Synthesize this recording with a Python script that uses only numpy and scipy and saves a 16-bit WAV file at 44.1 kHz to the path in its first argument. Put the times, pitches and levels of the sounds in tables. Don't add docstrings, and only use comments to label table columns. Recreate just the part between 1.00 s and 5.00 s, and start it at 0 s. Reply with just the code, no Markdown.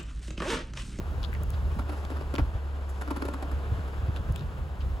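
import sys
import numpy as np
from scipy import signal
from scipy.fft import rfft, irfft, next_fast_len
from scipy.io import wavfile
from scipy.ndimage import map_coordinates

SR = 44100
rng = np.random.default_rng(int(sys.argv[2]) if len(sys.argv) > 2 else 0)


def dump(signal):
    limited = np.clip(np.atleast_2d(signal).T, -1, 1)
    pcm = np.round(limited * 32767).astype(np.int16)
    wavfile.write(sys.argv[1], SR, pcm)


N = 176400
HIT_SAMPLES = SR // 2


def amp(db):
    return 10 ** (np.asarray(db) / 20)


def unit(x):
    return x / np.sqrt(np.mean(x ** 2) + 1e-20)


def match_energy(x, envelope):
    return x * np.linalg.norm(envelope) / np.linalg.norm(x, axis=1, keepdims=True)


def along(points, hz):
    f, v = np.transpose(points)
    return np.interp(np.log(hz + 1), np.log(f + 1), v)


def automation(rows):
    return np.interp(np.arange(N) / SR, *np.transpose(rows))


def wobble(rate):
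    return map_coordinates(rng.standard_normal(200), [np.arange(N) * rate / SR], mode="mirror")


def swell(t, rise):
    return t / rise * np.exp(1 - t / rise)


def bell(hz, centre_hz, octaves):
    return np.exp(-(np.log2((hz + 1) / centre_hz) / octaves) ** 2 / 2)


def filtered(x, response):
    n = x.shape[-1]
    size = next_fast_len(n + SR // 4)
    return irfft(rfft(x, size) * response(np.fft.rfftfreq(size, 1 / SR)), size)[..., :n]


def coloured(x, level_db, size=2048):
    cepstrum = irfft(np.log(amp(level_db(np.fft.rfftfreq(size, 1 / SR))) + 1e-6))
    cepstrum[1:size // 2] *= 2
    cepstrum[size // 2 + 1:] = 0
    impulse = irfft(np.exp(rfft(cepstrum)))
    return signal.fftconvolve(x, impulse[None] / np.linalg.norm(impulse), axes=1)[:, :x.shape[1]]


def noise(eq):
    return unit(filtered(rng.standard_normal((2, N)), lambda hz: amp(along(eq, hz))))


def resonant_burst(envelope, centre_hz, octaves, skirt_db=-15.5):
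    skirt = lambda hz: amp(skirt_db) * hz / (hz + centre_hz / 2) / (1 + (hz / centre_hz / 2) ** 2)
    eq = lambda hz: 20 * np.log10(bell(hz, centre_hz, octaves) + skirt(hz) + 1e-5)
    burst = rng.standard_normal((2, len(envelope))) * envelope
    return match_energy(coloured(burst, eq), envelope) / 2


def add(out, s, x):
    i = max(round(s * SR), 0)
    out[..., i:i + x.shape[-1]] += x[..., :N - i]


# f/Hz, left-right likeness (1 is mono)
LIKENESS = [(60,0.95),(200,0.9),(1400,0.63),(2400,0.18),(4000,0.88),(5700,0.24),(6700,1)]
def spread(pair):
    angle = lambda hz: np.arccos(np.clip(along(LIKENESS, hz), -1, 1)) / 2
    mid, side = filtered(pair, lambda hz: np.array([np.cos(angle(hz)), np.sin(angle(hz))]))
    return np.array([mid + side, mid - side])


# f/Hz, level/dB
WHIRR_EQ = [(20,-14),(45,12),(130,7.5),(220,2),(430,3),(700,0),(1150,-1.5),(1550,-3.5),(2100,-13.5),(3400,-17),(5800,-28.5),(7000,-27.5),(12000,-30.5),(15500,-38)]
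# t/s, level/dB
HISS_RIDE = [(0,-70),(.88,-69),(1.0,-61),(1.08,-69),(1.78,-76),(1.93,-66),(2.3,-68),(2.6,-80),(4,-80)]
# f/Hz, level/dB
HISS_EQ = [(2000,-19),(4500,9),(11200,5.5),(13500,-5),(15800,-17)]
# t/s, level/dB
RUMBLE_RIDE = [(0,-33.5),(.45,-34.5),(.8,-32),(1.0,-45.5),(1.45,-33),(1.65,-61),(2.6,-38.5),(2.75,-36),(3.1,-40),(3.45,-31.5),(3.75,-40),(3.92,-32.5)]
# f/Hz, level/dB
RUMBLE_EQ = [(20,-52),(33,-0.5),(48,7),(70,3.5),(105,-4.5),(180,-12.5),(600,-54.5)]
def background():
    whirr_db = -43 + 1.47 * wobble(2.31) + .8 * wobble(45)
    whirr = amp(whirr_db) * noise(WHIRR_EQ)
    hiss = amp(automation(HISS_RIDE) + 1.4 * wobble(41)) * noise(HISS_EQ)
    rumble = amp(automation(RUMBLE_RIDE) + 2.2 * wobble(16)) * noise(RUMBLE_EQ)
    return spread(whirr + hiss + rumble)


# t/s, f/Hz
FIRING_RATE = [(.45,73.4),(1.85,70.6),(1.97,67.2),(2.35,68.4),(2.6,70.5),(2.84,67.62),(3.1,71.8),(4,72.9)]
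# t/s, level/dB
HUM_RIDE = [(0,-36.5),(.6,-33.5),(1.05,-36),(1.3,-37),(1.85,-33.5),(2.15,-37),(2.5,-35.5),(2.85,-35),(4,-38.5)]
# multiple of the engine cycle, level/dB against the ride
ENGINE_ORDERS = [(3,-14),(4,-17.5),(5,-17),(6,1.5),(8,-25.5),(12,-26)]
def engine(cylinders=6):
    cycle_phase = 2 * np.pi * np.cumsum(automation(FIRING_RATE)) / SR / cylinders
    hum = sum(amp(db + 0.1 * wobble(10)) * np.sin(order * cycle_phase + rng.uniform(0, 2 * np.pi))
              for order, db in ENGINE_ORDERS)
    return np.sqrt(2) * amp(automation(HUM_RIDE)) * hum


# t/s, level/dB, starting f/Hz
THUMP_CUES = [(0.216,-21.5,60),(.402,-30,213),(0.656,-21.5,90.5),(0.76,-30.5,271),(1.387,-22.5,142),(1.408,-15.5,67),(1.545,-19,74),(2.713,-23,127),(2.776,-22,107.9),(3.025,-21.5,87),(3.077,-22,140),(3.192,-21.5,91),(3.294,-24,167),(3.405,-27.5,219),(3.429,-28.5,167),(3.858,-20.5,61)]
# f/Hz, level/dB
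SCUFF_EQ = [(60,-4.5),(150,9.5),(260,-4),(450,-10),(900,-32),(2500,-60)]
def thumps(rest_hz=61, sag_s=.02):
    out, t = np.zeros((2, N)), np.arange(HIT_SAMPLES) / SR
    highest_hz = max(hz for s, db, hz in THUMP_CUES)
    for s, db, hz in THUMP_CUES:
        pitch = rest_hz + (hz - rest_hz) * np.exp(-t / sag_s)
        tone = np.sin(2 * np.pi * np.cumsum(pitch) / SR)
        scuff = spread(coloured(rng.standard_normal((2, HIT_SAMPLES)), lambda f: along(SCUFF_EQ, f)))
        roughness = amp(-13.5) * 2 * hz / highest_hz
        add(out, s, amp(db) * swell(t, rise=.012) ** 2 * (tone + roughness * scuff))
    return out


# t/s, level/dB, centre f/Hz, width/octaves
RUB_CUES = [(0.532,-46.5,3180,.45),(1.888,-50,8500,.5),(3.371,-49,3640,.06),(3.801,-46.5,3100,0.46)]
def rubs():
    out, t = np.zeros((2, N)), np.arange(SR // 10) / SR
    for s, db, hz, octaves in RUB_CUES:
        add(out, s, amp(db) * resonant_burst(swell(t, rise=.008), hz, octaves))
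    return spread(out)


# t/s, level/dB, centre f/Hz
TICK_CUES = [(.3372,-35,14000),(.4345,-30.5,10900),(0.504,-31,8500),(3.323,-35,8500),(3.3603,-30.5,8984)]
# t/s, level/dB, high-cut f/Hz
CRACK_CUES = [(1.051,-28,2960),(1.3534,-21.5,3460),(1.361,-21.5,3450),(1.3828,-16,990),(1.3888,-25.5,1160),(1.3943,-20,980),(2.2235,-17.5,750),(2.2868,-16.5,744)]
def ticks_and_cracks(t60=.0074, low_cut_hz=258):
    out, t = np.zeros((2, N)), np.arange(SR // 20) / SR
    envelope = amp(-60 * t / t60)
    for s, db, hz in TICK_CUES:
        add(out, s, amp(db) * resonant_burst(envelope, hz, octaves=.72, skirt_db=-36))
    for s, db, high_cut_hz in CRACK_CUES:
        eq = lambda f: -10 * np.log10((1 + (f / high_cut_hz) ** 4) * (1 + (low_cut_hz / (f + 1)) ** 4))
        crack = coloured(envelope * rng.standard_normal((2, len(t))), eq)
        add(out, s, amp(db) * match_energy(crack, envelope) / 2)
    return spread(out)


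# t/s, level/dB, resonance f/Hz, left over right/dB
CREAK_CUES = [(0.2299,-30,3650,9),(0.2392,-28.5,3600,7),(0.2453,-30.5,3600,1),(0.2479,-30,3600,9),(0.3296,-27.5,1860,6),(0.3398,-32.5,1950,-4),(0.35,-30,1850,1),(3.162,-31.5,3260,1),(3.171,-37,3220,5),(3.3602,-33,3020,11),(3.394,-38,3660,4),(3.409,-40,3650,5)]
def creaks(slip_t60=.008, tail_t60=.08, tail_db=-14):
    out, t = np.zeros((2, N)), np.arange(SR // 10) / SR
    envelope = amp(-60 * t / slip_t60) + amp(tail_db - 60 * t / tail_t60)
    for s, db, hz, pan_db in CREAK_CUES:
        slip = spread(resonant_burst(envelope, hz, octaves=.3))
        add(out, s, amp(db + np.array([[pan_db], [-pan_db]]) / 2) * slip)
    return out


def wheel_arch(x, t, echo_db=-12, t60=.11):
    impulse = unit(rng.standard_normal((2, len(t))) * amp(-60 * t / t60)) / np.sqrt(len(t))
    return x + amp(echo_db) * signal.fftconvolve(x, impulse, axes=1)[:, :len(t)]


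# f/Hz, level/dB, t60/s
STRUT_MODES = [(277.5,0.5,0.27),(300.7,2.5,0.26),(574,3,0.14),(895,-11,0.29),(1062,-7.5,0.27),(1116,-20,0.48),(1380,1,0.15),(3830,-25,0.13)]
# t/s, level/dB against the knock
RING_RIDE = [(1.4,-9),(2.1,-8)]
def strut_ring(s, t, attack_s=.011):
    modes = sum(amp(db - 60 * t / t60) * np.sin(2 * np.pi * (hz * t + rng.random((2, 1))))
                for hz, db, t60 in STRUT_MODES)
    return amp(np.interp(s, *np.transpose(RING_RIDE))) * (1 - np.exp(-t / attack_s)) * modes


# t/s, level/dB, resonance f/Hz, grit level/dB, attack/s
KNOCK_CUES = [(0.787,-33.5,1010,-54.5,0.0057),(0.891,-35,680,-56,0.0049),(0.915,-38.5,980,-60.5,0.01),(1.098,-36.5,470,-58.5,0.0097),(1.158,-39,1150,-65,0.0096),(1.205,-38,486,-63,0.0064),(1.337,-30,470,-52,0.0046),(1.383,-28,1200,-57,0.0066),(2.009,-36,1530,-50.5,0.0067),(2.074,-35,1290,-59,0.0052),(2.103,-28.5,970,-49,0.0053),(2.160,-33,970,-51.5,0.0064),(2.218,-28.5,553,-51.5,0.0042),(2.250,-33,380,-52,0.0053),(2.281,-31,665,-50.5,0.004),(2.334,-34,1150,-52,0.005),(2.423,-32.5,725,-52,0.0044),(2.512,-39,1400,-56.5,0.0045),(2.876,-43,620,-62,0.0044),(3.078,-45,290,-77,0.0046),(3.160,-41,1560,-59,0.0057)]
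# f/Hz, level/dB
BODY_EQ = [(100,-23.5),(270,16),(420,2.5),(600,0.5),(1000,-2.5),(1500,-3),(2200,-11),(3300,-17),(5200,-19),(7000,-34)]
# f/Hz, level/dB
GRIT_EQ = [(1500,2.5),(3000,-2),(5000,-22),(6000,6.5),(8500,6.5),(11200,6.5),(15500,-17)]
def knocks(slips_per_s=2500, friction=.085, boost_db=6.5):
    out, t = np.zeros((2, N)), np.arange(HIT_SAMPLES) / SR
    for s, db, resonance_hz, grit_db, attack_s in KNOCK_CUES:
        force = rng.standard_normal((2, HIT_SAMPLES))
        force *= np.where(rng.random(HIT_SAMPLES) < slips_per_s / SR, 1, friction)
        envelope = swell(t, attack_s)
        body_eq = lambda hz: along(BODY_EQ, hz) + boost_db * bell(hz, resonance_hz, octaves=.33)
        body = match_energy(coloured(force * envelope, body_eq), envelope)
        knock = wheel_arch(body, t) + strut_ring(s, t)
        grit_envelope = swell(t, .83 * attack_s)
        grit = match_energy(coloured(force * grit_envelope, lambda hz: along(GRIT_EQ, hz)), envelope)
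        add(out, s, amp(db) * knock + amp(grit_db) * grit)
    return spread(out)


# f/Hz, left over right/dB
BALANCE = [(100,-1.2),(280,2),(1250,-0.5),(2000,-0.5),(2700,9.5),(3800,2.5),(5300,7.5),(6800,0)]
def scene():
    pan = lambda hz: amp(along(BALANCE, hz) * np.array([[1], [-1]]) / 2)
    car = filtered(background() + knocks() + rubs(), pan)
    return car + creaks() + ticks_and_cracks() + engine() + thumps()


# f/Hz, lead of the left/rad
STEREO_PHASE = [(600,0.28),(1000,0.5),(1600,2),(2100,2),(2800,0.15)]
def record(dry, lag_from_hz=6750, lag_s=.000228, top_hz=15850):
    lead = lambda hz: along(STEREO_PHASE, hz) - 2 * np.pi * lag_s * np.maximum(hz - lag_from_hz, 0)
    return filtered(dry, lambda hz: np.exp(1j * lead(hz) * np.array([[1], [-1]]) / 2) * (hz < top_hz))


dry = scene()
out = record(dry)
dump(out)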